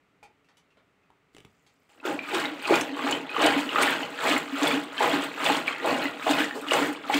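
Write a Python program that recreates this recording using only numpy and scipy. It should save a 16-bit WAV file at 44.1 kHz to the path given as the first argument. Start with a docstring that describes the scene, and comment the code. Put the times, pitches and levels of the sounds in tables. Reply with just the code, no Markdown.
"""A few drips, soft knocks and a faint swish, close by in a small room: a paddled rod rests in a deep
metal pot of frothy liquid. From two seconds on it is spun back and forth, and each turn throws up a surge
of ringing bubbles. Air pockets gulp shut, hollows glide in pitch and spray spatters the wall.
Under it all the heaving liquid makes the air in the pot boom."""
import sys
import numpy as np
from scipy import signal
from scipy.io import wavfile
from scipy.ndimage import uniform_filter1d

SR = 44100
rng = np.random.default_rng(int(sys.argv[2]) if len(sys.argv) > 2 else 0)


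def put_to_file(sound):
    """Save the sound as 16-bit audio at rate SR, in the file named by the first command-line argument."""
    columns = np.atleast_2d(sound).T  # one column per channel
    safe = np.clip(columns, -1, 1)
    whole_steps = np.round(safe * 32767)
    wavfile.write(sys.argv[1], SR, whole_steps.astype(np.int16))


N = 317079

SPIN_START_S = 1.89
# One surge per push of the paddles. Each row: crest in seconds, 20 dB rise time in seconds, hold in
# seconds, lead of the gurgle in seconds, its 20 dB rise time in seconds, gurgle, splash and fizz in dB.
PADDLE_SURGES = [(2.058, 0.02, 0.06, -0.02, 0.04, -28.7, -33.5, -45.0),
                 (2.354, 0.137, 0.061, 0.012, 0.06, -29.5, -27.7, -42.0),
                 (2.746, 0.154, 0.02, 0.041, 0.057, -23.2, -24.7, -38.1),
                 (3.078, 0.181, 0.07, -0.02, 0.235, -29.1, -29.1, -44.2),
                 (3.438, 0.124, 0.105, 0.016, 0.092, -22.3, -21.1, -38.5),
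                 (3.827, 0.181, 0.122, 0.027, 0.123, -25.0, -22.5, -37.4),
                 (4.296, 0.158, 0.038, 0.033, 0.08, -24.8, -22.5, -35.7),
                 (4.655, 0.185, 0.097, 0.015, 0.094, -25.1, -25.8, -38.5),
                 (5.032, 0.109, 0.136, 0.021, 0.018, -22.7, -25.8, -39.0),
                 (5.472, 0.142, 0.1, 0.009, 0.1, -25.6, -23.5, -37.5),
                 (5.88, 0.1, 0.195, 0.026, 0.04, -23.7, -28.4, -41.9),
                 (6.303, 0.13, 0.097, 0.036, 0.01, -24.0, -26.0, -38.0),
                 (6.732, 0.074, 0.109, 0.013, 0.012, -22.5, -24.0, -36.0),
                 (7.144, 0.088, 0.07, 0.047, 0.01, -27.8, -26.1, -37.7)]


def amp(db):
    """Decibels to gain."""
    return 10 ** (np.asarray(db) / 20)


def unit(x):
    """Scale to an rms of one."""
    return x / np.sqrt(np.mean(x ** 2) + 1e-20)


def read(points, hz):
    """Interpolate a table over log frequency."""
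    table_hz, value = np.transpose(points)
    return np.interp(np.log(hz + 1), np.log(table_hz), value)


def add(mix, start_s, sound):
    """Mix a sound in at a given time."""
    part = mix[max(round(start_s * SR), 0):][:len(sound)]
    part += sound[:len(part)]


def band(x, lo_hz, hi_hz):
    """Band-pass filter."""
    sos = signal.butter(2, [lo_hz, min(hi_hz, SR / 2 - 100)], "band", fs=SR, output="sos")
    return signal.sosfilt(sos, x)


def colour(x, spectrum, size=4096):
    """Minimum-phase filter from (Hz, dB) points; attacks stay sharp."""
    log_gain = np.log(amp(read(spectrum, abs(np.fft.fftfreq(size, 1 / SR)))))
    taps = np.fft.ifft(np.exp(np.conj(signal.hilbert(log_gain)))).real
    return signal.oaconvolve(x, taps[:size // 2])[:len(x)]


def resonate(x, modes):
    """Sum of damped resonances, each with its own centre gain."""
    out = 0
    for hz, width_hz, db in modes:
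        radius = np.exp(-np.pi * width_hz / SR)
        pole = radius * np.exp(2j * np.pi * hz / SR)
        out = out + 2 * amp(db) * signal.lfilter([1 - radius], [1, -pole], x).real
    return out


def bubble(hz, t60_s, rise):
    """A bubble rings and dies; its pitch climbs as it nears the surface."""
    t = np.arange(int(t60_s * SR) + 2) / SR
    return np.sin(2 * np.pi * hz * t * (1 + rise * t / t60_s / 2)) * np.exp(-np.log(1000) * t / t60_s)


def burst(t60_s):
    """Dying puff of noise, peak of one."""
    t = np.arange(SR // 10) / SR
    puff = rng.standard_normal(len(t)) * np.exp(-np.log(1000) * t / t60_s)
    return puff / abs(puff).max()


def scatter(level_db, per_s, spread_db, lo_hz=1, hi_hz=1, count=150):
    """Chance events (s, dB, Hz) while the rod turns, each near the level at its moment."""
    jitters, sizes, pitches = rng.random((count, 3)).T
    times_s = SPIN_START_S + (np.arange(count) + jitters) / per_s
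    return [(s, level_db[int(s * SR)] + spread_db * (2 * size - 1), lo_hz * (hi_hz / lo_hz) ** pitch)
            for s, size, pitch in zip(times_s, sizes, pitches) if s < N / SR]


def late(level_db, lag_s):
    """Delay a level curve."""
    t = np.arange(N) / SR
    return np.interp(t - lag_s, t, level_db)


def room(x, wet_db, count=2000):
    """Sparse reflections of random sign; the treble dies first."""
    # Room decay. Each row: frequency in Hz, t60 in seconds.
    decay_times = [(200, 0.3), (600, 0.27), (1500, 0.22), (4000, 0.18), (12000, 0.11)]
    taps = np.zeros(SR // 2)
    taps[rng.integers(SR // 300, len(taps), count)] = rng.choice([-1., 1.], count)
    hz, t, spectra = signal.stft(taps, SR, nperseg=256)
    decay = np.exp(-np.log(1000) * t / read(decay_times, hz)[:, None])
    tail = signal.istft(spectra * decay, SR, nperseg=256)[1]
    return x + amp(wet_db) * signal.oaconvolve(x, tail / np.linalg.norm(tail))[:N]


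def in_pot(x):
    """Direct sound plus the ringing air in the pot."""
    # Air modes. Each row: frequency in Hz, width in Hz, gain over the direct sound in dB.
    air_modes = [(343, 7.8, 6), (380, 20, 3), (451, 16, 4), (518, 12, -7), (587, 10.6, -3.5), (645, 19, -7),
                 (688, 15, -12), (826, 40, -2.5), (912, 6.7, -13), (1069, 6, -12), (1160, 14, -20),
                 (1373, 78, -17.5), (1580, 99, -14), (1955, 72, -9), (2503, 27, -9.5)]
    return x + resonate(x, air_modes)


def wall_echo(x, delay_s, share):
    """Sound bounces across the pot, weaker each time."""
    out = x.copy()
    for bounce in range(1, 4):
        add(out, bounce * delay_s, share ** bounce * x)
    return out


def room_tone(level_db=-68):
    """Steady noise of the still room and settling froth."""
    # Noise spectrum. Each row: frequency in Hz, relative density in dB.
    noise_spectrum = [(15, -61), (25, -36), (49, -13), (188, -4), (221, -10), (289, -1), (322, -12),
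                      (433, -5), (482, -11), (1020, -14.5), (1270, -9.5), (1570, -15.5), (2170, -13),
                      (5280, -32), (8000, -33), (10000, -41), (15500, -41)]
    return amp(level_db) * unit(colour(rng.standard_normal(N), noise_spectrum))


def knocks():
    """The rod is gripped: dull thuds, each with a short ring and a dry click."""
    # Rod knocks. Each row: start in seconds, ring in dB, pitch in Hz, thud in dB, click in dB.
    grip_knocks = [(1.103, -47.5, 915, -64, -53), (1.348, -44, 336, -55, -38), (1.366, -49, 430, -58, -36),
                   (1.383, -46, 410, -48, -35), (1.404, -52, 447, -52, -40), (1.449, -54, 390, -41, -37)]
    thud_spectrum = [(30, -23), (70, 1), (160, -1), (400, -2), (650, -29), (3000, -47)]
    click_spectrum = [(100, -27), (700, 4), (3000, 5), (5500, -8), (8000, -7), (14000, -21)]
    out = np.zeros(N)
    for s, ring_db, hz, thud_db, click_db in grip_knocks:
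        add(out, s, amp(ring_db) * bubble(hz, t60_s=0.02, rise=0))
        thud = colour(burst(t60_s=0.027), thud_spectrum)
        add(out, s, amp(thud_db) * thud / abs(thud).max())
        add(out, s, amp(click_db) * colour(burst(t60_s=0.015), click_spectrum))
    return out


def drips_and_swish():
    """Drips, then one faint swish of the liquid after the knocks; each is noise and a bubble in the pot."""
    # Each row: start in seconds, ring in dB, pitch in Hz, noise in dB, top of the noise band in Hz.
    liquid_sounds = [(0.228, -44.5, 835, -42, 2860), (0.23, -45.5, 2400, -47.5, 9000),
                     (0.445, -62, 2600, -60, 7000), (0.487, -70, 1280, -47.5, 4000),
                     (0.57, -59, 2980, -49.5, 7750), (0.705, -63, 2660, -55, 5000),
                     (0.771, -58, 620, -44, 2730), (1.034, -64, 2520, -59, 3000),
                     (1.665, -63, 2190, -49, 6030)]
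    out = np.zeros(N)
    for s, ring_db, hz, noise_db, top_hz in liquid_sounds:
        add(out, s, amp(ring_db) * bubble(hz, t60_s=0.022, rise=.1))
        add(out, s, amp(noise_db) * band(burst(t60_s=0.061), 490, top_hz))
    return in_pot(out)


def heave(gurgle_db, cap_db=-27, laps_per_s=60, boom_db=-7.5, slop_db=-14.3):
    """The bulk of the liquid slops behind the paddles; laps on the wall make the air in the pot boom."""
    # Deepest air modes. Each row: frequency in Hz, width in Hz, relative gain in dB.
    deep_modes = [(284, 27, 19), (263, 40, 13), (334, 22, -10)]
    slop_spectrum = [(25, -43), (50, -23), (70, -23), (110, -12), (160, 0.5), (230, -2.5), (330, 1.5),
                     (600, -57), (2000, -74)]
    level = amp(np.minimum(late(gurgle_db, lag_s=.035), cap_db))
    laps = rng.choice([-1., 1.], N) * (rng.random(N) < laps_per_s / SR)
    boom = unit(band(resonate(laps, deep_modes), 232, 360))
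    slop = unit(colour(rng.standard_normal(N), slop_spectrum))
    return amp(boom_db) * uniform_filter1d(level, SR // 5) * boom + amp(slop_db) * level * slop


def glugs(gurgle_db, swell_s=0.016):
    """Glugs pump the air in the pot: each swells and dies, climbing slightly in pitch."""
    # Strongest glugs. Each row: crest in seconds, level in dB, pitch at the crest in Hz.
    strong_glugs = [(2.097, -26.5, 309), (2.368, -26, 338), (2.523, -26, 302), (2.725, -20, 322),
                    (2.934, -27, 284), (3.052, -24, 273), (3.45, -17, 304), (3.521, -24, 304),
                    (3.574, -17.5, 279), (3.665, -27, 268), (4.315, -21, 296), (4.352, -23, 272),
                    (4.537, -24.5, 274), (4.632, -17.5, 288), (4.742, -21.5, 267), (4.781, -22, 292),
                    (5.146, -23, 287), (5.187, -23, 276), (5.515, -21, 291), (6.064, -27, 282),
                    (6.308, -17.5, 292), (6.412, -21, 302), (6.824, -20.5, 279), (6.893, -21.5, 294),
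                    (7.16, -18.5, 282)]
    lesser_glugs = scatter(late(gurgle_db, lag_s=.07) - 4, per_s=9, spread_db=3, lo_hz=275, hi_hz=305)
    out, t = np.zeros(N), np.arange(SR // 5) / SR
    envelope = (t / swell_s * np.exp(1 - t / swell_s)) ** 2
    for crest_s, db, hz in strong_glugs + lesser_glugs:
        cycles = np.cumsum(hz * (1 + 0.025 * (t / swell_s - 1))) / SR + rng.random()
        add(out, crest_s - swell_s, amp(db - 2) * envelope * np.sin(2 * np.pi * cycles))
    return out


def cavities(width_share=.09, pops_per_s=500, lead_s=.11):
    """Popping froth excites hollows of air whose resonance glides as they open or fill."""
    # Loud hollows. Each row: start and length in seconds, first and last pitch in Hz, level in dB.
    loud_hollows = [(2.027, .07, 1450, 1290, -36.5), (2.202, .064, 2400, 2330, -42),
                    (2.619, .058, 2570, 2530, -37), (2.989, .058, 1090, 1150, -37),
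                    (3.355, .085, 1210, 1030, -32), (3.44, .045, 620, 687, -24.5),
                    (3.782, .048, 1260, 1100, -24), (4.233, .062, 1110, 580, -30),
                    (4.549, .069, 1390, 1180, -35), (5.01, .087, 840, 750, -30),
                    (5.022, .031, 1110, 1200, -26), (5.688, .15, 2300, 1840, -40),
                    (5.849, .096, 453, 840, -30), (6.265, .031, 650, 855, -25),
                    (6.371, .069, 1510, 1740, -29.5), (6.552, .044, 413, 470, -35),
                    (6.724, .076, 775, 450, -31)]
    # A hollow also opens behind the paddles at each reversal.
    reversals = [(crest_s - lead_s, .065, 1400, 1150, splash_db - 13)
                 for crest_s, *_, splash_db, _ in PADDLE_SURGES[1:]]
    out = np.zeros(N)
    for start_s, length_s, first_hz, last_hz, db in loud_hollows + reversals:
        n = int(length_s * SR)
        hz = np.geomspace(first_hz, last_hz, n)
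        pops = rng.standard_normal(n) * (0.054 + (rng.random(n) < pops_per_s / SR))
        carrier = np.exp(2j * np.pi * np.cumsum(hz) / SR)
        radius = np.exp(-np.pi * width_share * hz.mean() / SR)
        ring = (carrier * signal.lfilter([1 - radius], [1, -radius], pops / carrier)).imag
        add(out, start_s, amp(db - 3.5) * unit(ring * signal.windows.tukey(n, .25)))
    return out


def pings(fizz_db):
    """The smallest bubbles snap and ring for a few milliseconds."""
    out = np.zeros(N)
    for s, db, hz in scatter(fizz_db + 13, per_s=7, spread_db=6, lo_hz=6800, hi_hz=8600):
        add(out, s, amp(db - 5.5) * bubble(hz, t60_s=0.016, rise=0.034))
        add(out, s, amp(db) * band(burst(t60_s=0.01), 8000, 21000))
    return out


def spatter(fizz_db):
    """Flung drops hit the wall with a wet tick."""
    # Largest drops. Each row: start in seconds, level in dB.
    large_drops = [(2.347, -25), (2.399, -26), (2.674, -28), (2.756, -22), (2.811, -20.5), (3.111, -23),
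                   (3.419, -27), (3.462, -18), (3.823, -18.5), (4.631, -22), (5.027, -27), (5.444, -24),
                   (5.569, -23.5), (6.311, -20), (6.734, -22), (7.143, -20.5)]
    tick_spectrum = [(60, -55), (300, -12), (1200, 3), (3000, 12), (5800, 7), (7800, 9), (11000, -7),
                     (15000, -8)]
    out = np.zeros(N)
    for s, db, *_ in large_drops + scatter(fizz_db + 11, per_s=5, spread_db=4):
        add(out, s, amp(db) * burst(t60_s=.014))
    return colour(out, tick_spectrum)


def gulps(splash_db):
    """Each collapsing air pocket pops, then rings like a bubble."""
    # Large air pockets. Each row: start in seconds, level in dB, pitch in Hz.
    large_pockets = [(2.001, -40, 2600), (2.052, -25, 380), (2.191, -20, 2370), (2.335, -22, 380),
                     (2.455, -23, 3800), (2.654, -23, 2500), (2.707, -10, 390), (2.722, -13, 590),
                     (2.741, -13, 2420), (2.969, -26, 1120), (2.992, -19, 1130), (3.125, -15, 3000),
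                     (3.294, -24, 2500), (3.365, -18, 1170), (3.455, -13, 650), (3.691, -20, 2900),
                     (3.759, -11, 1230), (3.783, -13, 1280), (4.032, -24, 3000), (4.364, -17, 2100),
                     (4.712, -17, 2340), (4.98, -20, 3110), (5.006, -13, 900), (5.499, -12, 830),
                     (5.679, -13, 2280), (5.8, -26, 1860), (5.849, -15, 620), (6.055, -18, 2020),
                     (6.267, -18, 700), (6.51, -23, 1810), (6.685, -23, 2860), (6.71, -14, 2880),
                     (7.098, -18, 815), (7.142, -16, 3200)]
    small_pockets = scatter(splash_db + 7, per_s=6, spread_db=4, lo_hz=1100, hi_hz=3600)
    out = np.zeros(N)
    for s, db, hz in large_pockets + small_pockets:
        add(out, s, amp(db - 1.5) * bubble(hz, t60_s=.036, rise=.06))
        pop = band(burst(t60_s=.016), hz * 0.87, hz * 1.55)
        add(out, s, amp(db - 7) * pop / abs(pop).max())
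    return in_pot(band(out, 270, 5000))


def surge_level(waves, fall_db_per_s, swirl_db, sag_db_per_s=55, build_s=.6, build_db=19):
    """Level in dB: each wave rises, sags while the paddles push, then collapses into the swirl."""
    t = np.arange(0, N, 64) / SR
    build = np.clip((t - SPIN_START_S) / build_s, 0, 1)
    power = (t > SPIN_START_S) * amp(swirl_db - build_db * (1 - build)) ** 2
    for crest_s, rise_s, hold_s, db in waves:
        age_s = t - crest_s
        rise_db = 20 * np.minimum(age_s, 0) / rise_s
        sag_db = sag_db_per_s * np.clip(age_s, 0, hold_s)
        fall_db = fall_db_per_s * np.maximum(age_s - hold_s, 0)
        power = power + amp(db + rise_db - sag_db - fall_db) ** 2
    return np.interp(np.arange(N) / SR, t, 10 * np.log10(power + 1e-12))


def stirring(grip_s=1.33, backwash_rise_s=.027, backwash_hold_s=.008):
    """Gurgle, splash and fizz levels in dB as the paddles drive the liquid."""
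    # Liquid falling back. Each row: crest in seconds, gurgle, splash and fizz in dB.
    backwashes = [(2.442, -36.4, -33.6, -52.0), (3.582, -36.5, -30.5, -41.4), (4.011, -33.2, -35.3, -48.3),
                  (4.714, -36.0, -29.8, -45.4), (5.135, -35.7, -26.2, -43.3), (5.223, -34.8, -30.8, -45.1),
                  (5.674, -36.0, -28.6, -45.7), (6.02, -43.4, -30.0, -47.6), (6.388, -35.4, -24.9, -38.9),
                  (6.557, -37.7, -51.0, -46.9), (6.856, -37.8, -34.7, -48.1)]
    gurgle, splash, fizz = [], [], []
    for crest_s, rise_s, hold_s, lead_s, gurgle_rise_s, gurgle_db, splash_db, fizz_db in PADDLE_SURGES:
        gurgle.append((crest_s - lead_s, gurgle_rise_s, hold_s + lead_s, gurgle_db))
        splash.append((crest_s, rise_s, hold_s, splash_db))
        fizz.append((crest_s, rise_s, hold_s, fizz_db))
    for crest_s, *levels_db in backwashes:
        for waves, db in zip((gurgle, splash, fizz), levels_db):
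            waves.append((crest_s, backwash_rise_s, backwash_hold_s, db))
    t = np.arange(N) / SR
    # The froth rustles once the rod is gripped, more as it moves.
    rustle_db = np.select([t > SPIN_START_S, t > grip_s], [-70, -78], -np.inf)
    return (surge_level(gurgle, fall_db_per_s=138, swirl_db=-46),
            surge_level(splash, fall_db_per_s=153, swirl_db=-46),
            np.maximum(surge_level(fizz, fall_db_per_s=146, swirl_db=-69), rustle_db))


def bubble_cloud(level_db, lo_hz, hi_hz, peak_per_s, cycles, spread_db, rise, smooth_s, pitches):
    """Bubbles of many sizes, born at random; harder stirring makes more of them."""
    # Colour of the churning liquid. Each row: frequency in Hz, relative gain in dB.
    liquid_spectrum = [(100, -18.5), (170, -21), (300, -4), (700, -1.5), (1400, -1), (2000, -2.5),
                       (2900, -2), (4000, -9), (5900, -15.8), (7700, -10.5), (9500, -20.5), (11500, -25),
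                       (14000, -18), (16000, -8)]
    birth_chance = peak_per_s / SR / pitches * amp((level_db - level_db.max()) / 3)
    out = np.zeros(N)
    for hz in np.geomspace(lo_hz, hi_hz, pitches):
        detune, stretch = rng.standard_normal(2)
        t60_s = cycles * np.exp(.4 * stretch) / hz
        ring = bubble(hz * np.exp(0.011 * detune), t60_s, rise * rng.random())
        ring *= np.sqrt(hz / np.sum(ring ** 2))
        births = np.flatnonzero(rng.random(N) < birth_chance)
        gains = amp(spread_db * np.minimum(rng.exponential(1, len(births)), 3.5))
        gains *= rng.choice([-1, 1], len(births))
        for birth, gain in zip(births, gains):
            add(out, birth / SR, gain * ring)
    out = unit(in_pot(colour(out, liquid_spectrum)))
    # The paddles set the energy that the bubbles share.
    window = int(smooth_s * SR)
    power = uniform_filter1d(uniform_filter1d(out ** 2, window), window)
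    return amp(level_db) * out / np.sqrt(abs(power) + 1e-3)


def churn(gurgle_db, splash_db, fizz_db):
    """Large bubbles gurgle, small ones splash, the froth crackles."""
    gurgle = bubble_cloud(gurgle_db - 1.3, lo_hz=377, hi_hz=1183, peak_per_s=1000, cycles=17,
                          spread_db=4.0, rise=0.23, smooth_s=0.02, pitches=64)
    splash = bubble_cloud(splash_db - 1.7, lo_hz=1222, hi_hz=4570, peak_per_s=4000, cycles=32,
                          spread_db=4.3, rise=0.14, smooth_s=0.044, pitches=90)
    fizz = bubble_cloud(fizz_db - 0.8, lo_hz=4290, hi_hz=14100, peak_per_s=9000, cycles=37,
                        spread_db=4.5, rise=0.12, smooth_s=0.099, pitches=110)
    return band(gurgle, 177, 3600) + band(splash, 480, 5500) + room(fizz, wet_db=-11.5)


def scene():
    """The pot in the room, mono."""
    gurgle_db, splash_db, fizz_db = stirring()
    background = room_tone()
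    opening = room(drips_and_swish(), wet_db=1.5) + room(knocks(), wet_db=-8)
    deep = heave(gurgle_db) + room(glugs(gurgle_db), wet_db=-12)
    spray = wall_echo(spatter(fizz_db) + pings(fizz_db), delay_s=0.0027, share=0.58)
    pops = room(gulps(splash_db) + spray, wet_db=-9.5)
    hollows = room(band(cavities(), 190, 6000), wet_db=-9)
    liquid = room(churn(gurgle_db, splash_db, fizz_db), wet_db=-10)
    return (background + opening + deep + pops + hollows + liquid)[None]


def record(dry, cutoff_hz=15750):
    """Steep low-pass."""
    taps = signal.firwin(511, cutoff_hz, window=("kaiser", 9), fs=SR)
    return signal.oaconvolve(dry, taps[None], "same")


dry = scene()
out = record(dry)
put_to_file(out)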